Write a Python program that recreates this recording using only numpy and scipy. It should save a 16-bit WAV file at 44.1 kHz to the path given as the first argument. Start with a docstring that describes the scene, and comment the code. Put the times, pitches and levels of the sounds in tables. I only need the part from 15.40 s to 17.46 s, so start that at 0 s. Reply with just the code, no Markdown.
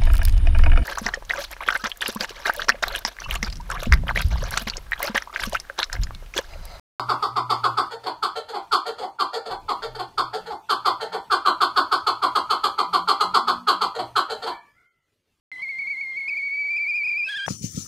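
"""A kettle whistles at a rolling boil, close to the microphone in a quiet kitchen.
The sound sets in abruptly. Bursting bubbles push the steam in surges: the nearly pure high note wobbles
and creeps up, its loudness read from its pitch. Near the end the jet breaks over to a lower, reedier note
built from overtones and fuzzy half tones, with harsh spits of noise.
Shaped noise makes the steam hiss and the faint boiling rumble underneath; a short tail is the room."""
import sys
import numpy as np
from scipy import signal
from scipy.io import wavfile
from scipy.ndimage import uniform_filter1d

SR = 44100
rng = np.random.default_rng(int(sys.argv[2]) if len(sys.argv) > 2 else 0)


def generate_wav(signal):
    """Clip the signal to [-1, 1] and save it as 16-bit WAV at the path in sys.argv[1]."""
    frames = np.transpose(np.atleast_2d(signal))
    scaled = np.clip(frames, -1, 1) * 32767
    pcm = np.round(scaled).astype(np.int16)
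    wavfile.write(sys.argv[1], SR, pcm)


N = 91022
TIME_S = np.arange(N) / SR

# Pitch of the high note, set by the steam speed: (time [s], pitch [Hz])
HIGH_PITCH = [(0.122, 2091), (0.151, 1980), (0.163, 2059), (0.177, 1973), (0.184, 2033), (0.189, 1998),
              (0.199, 2074), (0.209, 2032), (0.216, 2022), (0.226, 2225), (0.236, 2242), (0.264, 2089),
              (0.281, 2126), (0.293, 2231), (0.31, 2206), (0.326, 2080), (0.333, 2109), (0.364, 2107),
              (0.371, 2127), (0.384, 2084), (0.39, 2249), (0.397, 2283), (0.411, 2152), (0.423, 2235),
              (0.434, 2218), (0.44, 2152), (0.462, 2107), (0.475, 2251), (0.48, 2301), (0.49, 2164),
              (0.515, 2301), (0.537, 2154), (0.543, 2149), (0.563, 2033), (0.578, 2198), (0.603, 2170),
              (0.615, 2291), (0.629, 2149), (0.639, 2195), (0.656, 2126), (0.671, 2111), (0.708, 2150),
              (0.718, 2101), (0.724, 2120), (0.743, 2079), (0.76, 2120), (0.775, 2277), (0.798, 2165),
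              (0.809, 2226), (0.832, 2148), (0.839, 2189), (0.872, 2170), (0.878, 2201), (0.885, 2435),
              (0.894, 2575), (0.903, 2218), (0.908, 2265), (0.92, 2210), (0.93, 2332), (0.949, 2163),
              (0.957, 2246), (0.965, 2196), (0.978, 2386), (0.991, 2224), (1.007, 2224), (1.013, 2180),
              (1.032, 2283), (1.048, 2233), (1.064, 2261), (1.075, 2283), (1.087, 2182), (1.132, 2250),
              (1.144, 2316), (1.168, 2249), (1.191, 2310), (1.219, 2295), (1.24, 2241), (1.261, 2309),
              (1.288, 2235), (1.297, 2313), (1.309, 2344), (1.317, 2393), (1.331, 2294), (1.338, 2380),
              (1.349, 2321), (1.362, 2332), (1.375, 2538), (1.386, 2306), (1.397, 2275), (1.424, 2378),
              (1.462, 2207), (1.478, 2334), (1.488, 2424), (1.506, 2455), (1.515, 2324), (1.531, 2300),
              (1.546, 2440), (1.554, 2391), (1.563, 2533), (1.573, 2344), (1.581, 2448), (1.594, 2365),
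              (1.617, 2287), (1.629, 2274), (1.653, 2505), (1.661, 2464), (1.67, 2296), (1.682, 2504),
              (1.695, 2457), (1.704, 2298), (1.719, 2418), (1.733, 2402), (1.741, 2286), (1.753, 2312),
              (1.775, 2395), (1.785, 2561), (1.797, 2420), (1.81, 2433), (1.823, 2343), (1.837, 2404),
              (1.848, 2567), (1.858, 2587), (1.869, 2644), (1.88, 2484), (1.885, 2620)]
# The low note: (time [s], pitch [Hz], level [dB], octave level [dB], half-tone level [dB])
LOW_NOTE = [(1.865, 1583, -50, -77, -34), (1.883, 1565, -37, -47, -25), (1.893, 1619, -29.5, -32.5, -29),
            (1.907, 1714, -32, -35.5, -30), (1.918, 1642, -33.5, -38, -34), (1.925, 1654, -32, -34, -29),
            (1.935, 1598, -33.5, -34, -31), (1.942, 1626, -28, -37.5, -33),
            (1.952, 1598, -30.5, -31.5, -31), (1.962, 1738, -31.5, -37, -52), (1.97, 1750, -31, -32.5, -43),
            (1.982, 1610, -32.5, -35, -32), (2.004, 1576, -30, -33, -28), (2.015, 1640, -32, -36, -34.5),
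            (2.03, 1585, -31, -35, -31.5), (2.043, 1598, -31, -34, -37), (2.06, 1660, -32.5, -34, -33)]

GLIDE_S = 0.0035  # smoothing of the time tables
JITTER_HZ, JITTER_S = 10, 0.0045  # random pitch wobble: RMS depth, averaging time
FLUTTER_S = 0.0061  # averaging time of the high note's level flutter and of the overtone phase blur


def amp(db):
    """Turns decibels into an amplitude factor."""
    return 10 ** (np.asarray(db) / 20)


def evened(x):
    """Scales to an RMS of one."""
    return x / np.sqrt(np.mean(x ** 2) + 1e-20)


def smooth(x, s):
    """Averages twice, each time over half of s seconds."""
    size = max(round(s * SR / 2), 1)
    return uniform_filter1d(uniform_filter1d(x, size), size)


def curve(table):
    """Gives the columns of a time table at every sample, with glides between the rows."""
    s, *columns = np.transpose(table)
    return [smooth(np.interp(TIME_S, s, column), GLIDE_S) for column in columns]


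def wobble(s):
    """Slow random drift of RMS one, from noise averaged over s seconds."""
    return evened(smooth(rng.standard_normal(N), s))


def read(points, hz):
    """Reads a table over frequency, in straight lines on a logarithmic axis."""
    f, value = np.transpose(points)
    return np.interp(np.log(hz + 1), np.log(f + 1), value)


def bumps(table, flat=2):
    """Swells (centre [s], length [s], level [dB]); a higher flat gives a flatter top."""
    return sum(amp(db) * np.exp(-abs((TIME_S - s) / length) ** flat) for s, length, db in table)


def fuzzy(hz, width, steady=0):
    """A tone whose strength and phase drift at random over about a width in Hz, around a steady part."""
    drift = steady + wobble(1 / width) + 1j * wobble(1 / width)
    drift = drift / np.sqrt(1 + steady ** 2 / 2)
    carrier = np.exp(2j * np.pi * np.cumsum(hz * np.ones(N)) / SR)
    return (drift * carrier).real


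def tones(hz, table, loose):
    """Locked overtones (multiple, RMS level [dB]); loose scales the flutter and blur of the upper ones."""
    octave_flutter_db, overtone_flutter_db = 2, 4  # RMS, before loose
    blur_rad = 0.27  # RMS phase blur per overtone above the octave, before loose
    turns, out = np.cumsum(hz) / SR, np.zeros(N)
    for k, db in table:
        depth_db = (k == 2) * octave_flutter_db + (k > 2) * overtone_flutter_db
        flutter_db = loose * depth_db * wobble(0.0062)
        blur = loose * blur_rad * max(k - 2, 0) * wobble(FLUTTER_S)
        out -= amp(db + flutter_db) * np.sqrt(2) * np.cos(2 * np.pi * k * turns + blur)
    return out


def noise(spectrum, patchy_db):
    """Two channels of patchy noise from random short-time spectra."""
    # Left-right likeness at the microphone: (frequency [Hz], likeness [0-1])
    likeness = [(30, 0.65), (70, 0.93), (200, 0.92), (600, 0.98), (2000, 1)]
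    hz = np.fft.rfftfreq(1024, 1 / SR)
    a, b, c, d, patches = rng.standard_normal((N // 256 + 5, 513, 5)).T
    patches = evened(uniform_filter1d(uniform_filter1d(patches, 10, 0), 8, 1))
    same = np.clip(read(likeness, hz), -1, 1)[:, None]
    left = a + 1j * b
    right = same * left + np.sqrt(1 - same ** 2) * (c + 1j * d)
    shaped = np.array([left, right]) * amp(read(spectrum, hz)[:, None] + patchy_db * patches)
    return evened(signal.istft(shaped, nperseg=1024, noverlap=768)[1][:, :N])


def broken():
    """Goes from 0 to 1 as the jet breaks over to the low note."""
    break_s, fade_s = 1.885, 0.0046
    return .5 + .5 * np.tanh((TIME_S - break_s) / fade_s)


def high_note():
    """Nearly a sine; steam speed sets its pitch, and level and overtones are read from that pitch."""
    # The whistle speaks loudest near the resonance of its cap: (pitch [Hz], level [dB])
    cap_resonance = [(1980, -41), (2100, -33), (2200, -29.5), (2280, -25.5), (2350, -25.5), (2430, -23),
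                     (2500, -26.5), (2580, -30)]
    # Overtones: (multiple, level at the middle pitch [dB], slope over pitch [dB/Hz])
    overtones = [(2, -49.5, 0.028), (3, -69.5, 0.038), (4, -75, 0.0109), (5, -79.5, 0.0247),
                 (6, -85, 0.0176), (7, -89.5, 0.0229)]
    # Fuzzy in-between tones when alternate puffs differ: (multiple, level against the note [dB])
    between_tones = [(.46, -23.5), (0.541, -18), (1.53, -14.5)]
    # Moments of alternating puffs: (centre [s], length [s], level [dB])
    splits = [(.198, 0.023, -4.5), (.738, 0.022, -13)]
    middle_hz, top_hz = 2391, 2440  # above the top the overtones grow no more
    flutter_db, split_width_hz = 0.69, 130

    hz = curve(HIGH_PITCH)[0] + JITTER_HZ * wobble(JITTER_S)
    glided_hz = smooth(hz, GLIDE_S)
    level_db = read(cap_resonance, glided_hz) + flutter_db * wobble(FLUTTER_S)
    halves = sum(amp(level_db + db) * fuzzy(k * hz, split_width_hz) for k, db in between_tones)
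    above_hz = np.minimum(glided_hz, top_hz) - middle_hz
    table = [(1, level_db)] + [(k, db + slope * above_hz) for k, db, slope in overtones]
    return (tones(hz, table, 0.98) + bumps(splits, flat=4.6) * halves) * (1 - broken())


def low_note():
    """The reedier note after the break: a strong octave, and fuzzy half tones that come and go."""
    # Overtones: (multiple, level over the octave [dB])
    overtones = [(3, -15.5), (4, -27.5), (5, -30), (6, -36), (7, -47), (8, -53), (9, -53)]
    # Tones halfway between the overtones: (multiple, level over the half-tone curve [dB])
    half_tones = [(.5, -38), (1.5, -14.5), (2.5, -23.5), (3.5, -34), (4.5, -37.5), (5.5, -43)]
    half_width_hz, half_steady = 100, 1.2

    hz, level_db, octave_db, half_db = curve(LOW_NOTE)
    grow = np.clip((TIME_S - LOW_NOTE[0][0]) / 0.004 + 1, 0, 1)  # 4 ms up to the first row
    hz = hz + JITTER_HZ * wobble(JITTER_S)
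    halves = sum(amp(half_db + db) * fuzzy(k * hz, half_width_hz, half_steady) for k, db in half_tones)
    table = [(1, level_db), (2, octave_db)] + [(k, octave_db + db) for k, db in overtones]
    return grow * (tones(hz, table, 0.55) + halves * broken())  # firmer than the high note


def mixing():
    """Both notes share one jet for a moment and breed sum and difference tones."""
    # (times high pitch, times low pitch, level against the low note [dB])
    mixed_tones = [(1.2, 0.97, -10), (2.09, -0.96, -8.5), (0.66, -0.66, -17.5)]
    high_hz = curve(HIGH_PITCH)[0]
    low_hz, low_db, *_ = curve(LOW_NOTE)
    both = amp(low_db) * (1 - broken()) * (TIME_S > LOW_NOTE[0][0])
    return both * sum(amp(db) * fuzzy(m * high_hz + n * low_hz, 56) for m, n, db in mixed_tones)


def spits():
    """Harsh spits of steam as the jet reorganises, a steady rasp under the low note, and a bright crack."""
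    # Spits: (centre [s], length [s], level [dB])
    spit_times = [(1.868, .015, -56), (1.889, 0.0103, -47.5), (1.925, 0.016, -51.5), (1.975, 0.0068, -45)]
    # Colour of spits and rasp: (frequency [Hz], relative level per Hz [dB])
    spit_colour = [(500, -32), (2500, 5), (4000, 0.5), (6000, -10.5), (8000, -10), (12000, -22.5),
                   (13500, -29), (15500, -29)]
    # Colour of the crack: (frequency [Hz], relative level per Hz [dB])
    crack_colour = [(1500, -20), (4000, -2), (9000, -2), (12000, -10), (15500, -24)]
    rasp_db = -53
    harsh = (bumps(spit_times) + amp(rasp_db) * broken()) * noise(spit_colour, patchy_db=3.5)
    # the crack comes as the low note locks in: centre [s], length [s], level [dB]
    crack = bumps([(1.8915, 0.0018, -53)]) * noise(crack_colour, patchy_db=2.0)
    return harsh + crack


def surge():
    """Strength of each steam surge, 0 to 1, from how fast the high pitch rises."""
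    full_hz_per_s = 22000
    rise_hz_per_s = smooth(np.gradient(curve(HIGH_PITCH)[0]) * SR, .006)
    return np.clip(rise_hz_per_s / full_hz_per_s, 0, 1)


def hiss():
    """Broad jet noise that puffs at each surge and eases a little while the pitch is high."""
    # Colour of the steam: (frequency [Hz], relative level per Hz [dB])
    hiss_colour = [(1200, -29), (2200, -4), (3300, 4.5), (5000, 0), (7000, -6), (10000, -8), (12500, -14.5),
                   (14000, -20), (15500, -21.5)]
    level_db, db_per_hz, surge_db = -64, -0.0064, 6.5  # level at the mean pitch, without a surge
    hz = curve(HIGH_PITCH)[0]
    level = amp(level_db + db_per_hz * (hz - hz.mean()))
    return amp(surge_db * surge()) * level * noise(hiss_colour, patchy_db=1.5)


def boil():
    """Faint low noise of the boiling water, swelling with each surge."""
    # Colour of the boil: (frequency [Hz], relative level per Hz [dB])
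    boil_colour = [(15, -45), (30, -19.5), (60, -12.5), (100, -2.5), (165, 4), (230, -1.5), (400, -3.5),
                   (550, -4), (700, 0.5), (1000, 2), (1300, -4.5), (1700, -2.5)]
    level_db, surge_db = -62.5, 7  # level without a surge
    rumble = noise(boil_colour + [(3500, -46.5)], patchy_db=2.0)
    return amp(surge_db * surge()) * amp(level_db) * rumble


def hum():
    """Wavering low tones, each partly steady and partly drifting."""
    # (frequency [Hz], width [Hz], level [dB])
    low_tones = [(68, 6, -77.5), (303, 12, -72), (985, 14, -76)]
    return sum(amp(db) * fuzzy(hz, width, steady=1.0) for hz, width, db in low_tones)


def kitchen(x):
    """Room reflections as a short decaying noise tail, slightly different left and right."""
    tail_db, side_db, t60_s, delay_s = -19, -14.5, 0.24, 0.0065
    t = np.arange(SR // 2) / SR
    mid, side = rng.standard_normal((2, len(t))) * amp(-60 * t / t60_s) * (t > delay_s)
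    tail = np.array([mid + amp(side_db) * side, mid - amp(side_db) * side])
    return amp(tail_db) * signal.fftconvolve(x[None], tail / np.linalg.norm(mid), axes=1)[:, :N]


def scene():
    """The whistle close by and in the room, over steam, boil and hum."""
    whistle = high_note() + low_note() + mixing()
    return whistle + kitchen(whistle) + spits() + hiss() + boil() + hum()


def record(dry):
    """Opens abruptly, then limits the band from above."""
    start_s, opening_s, edge_hz = 0.11655, 0.00017, 15720
    opened = dry * np.clip((TIME_S - start_s) / opening_s, 0, 1)
    lowpass = signal.firwin(511, edge_hz, window=("kaiser", 9), fs=SR)
    return signal.oaconvolve(opened, lowpass[None], "same")


dry = scene()
out = record(dry)
generate_wav(out)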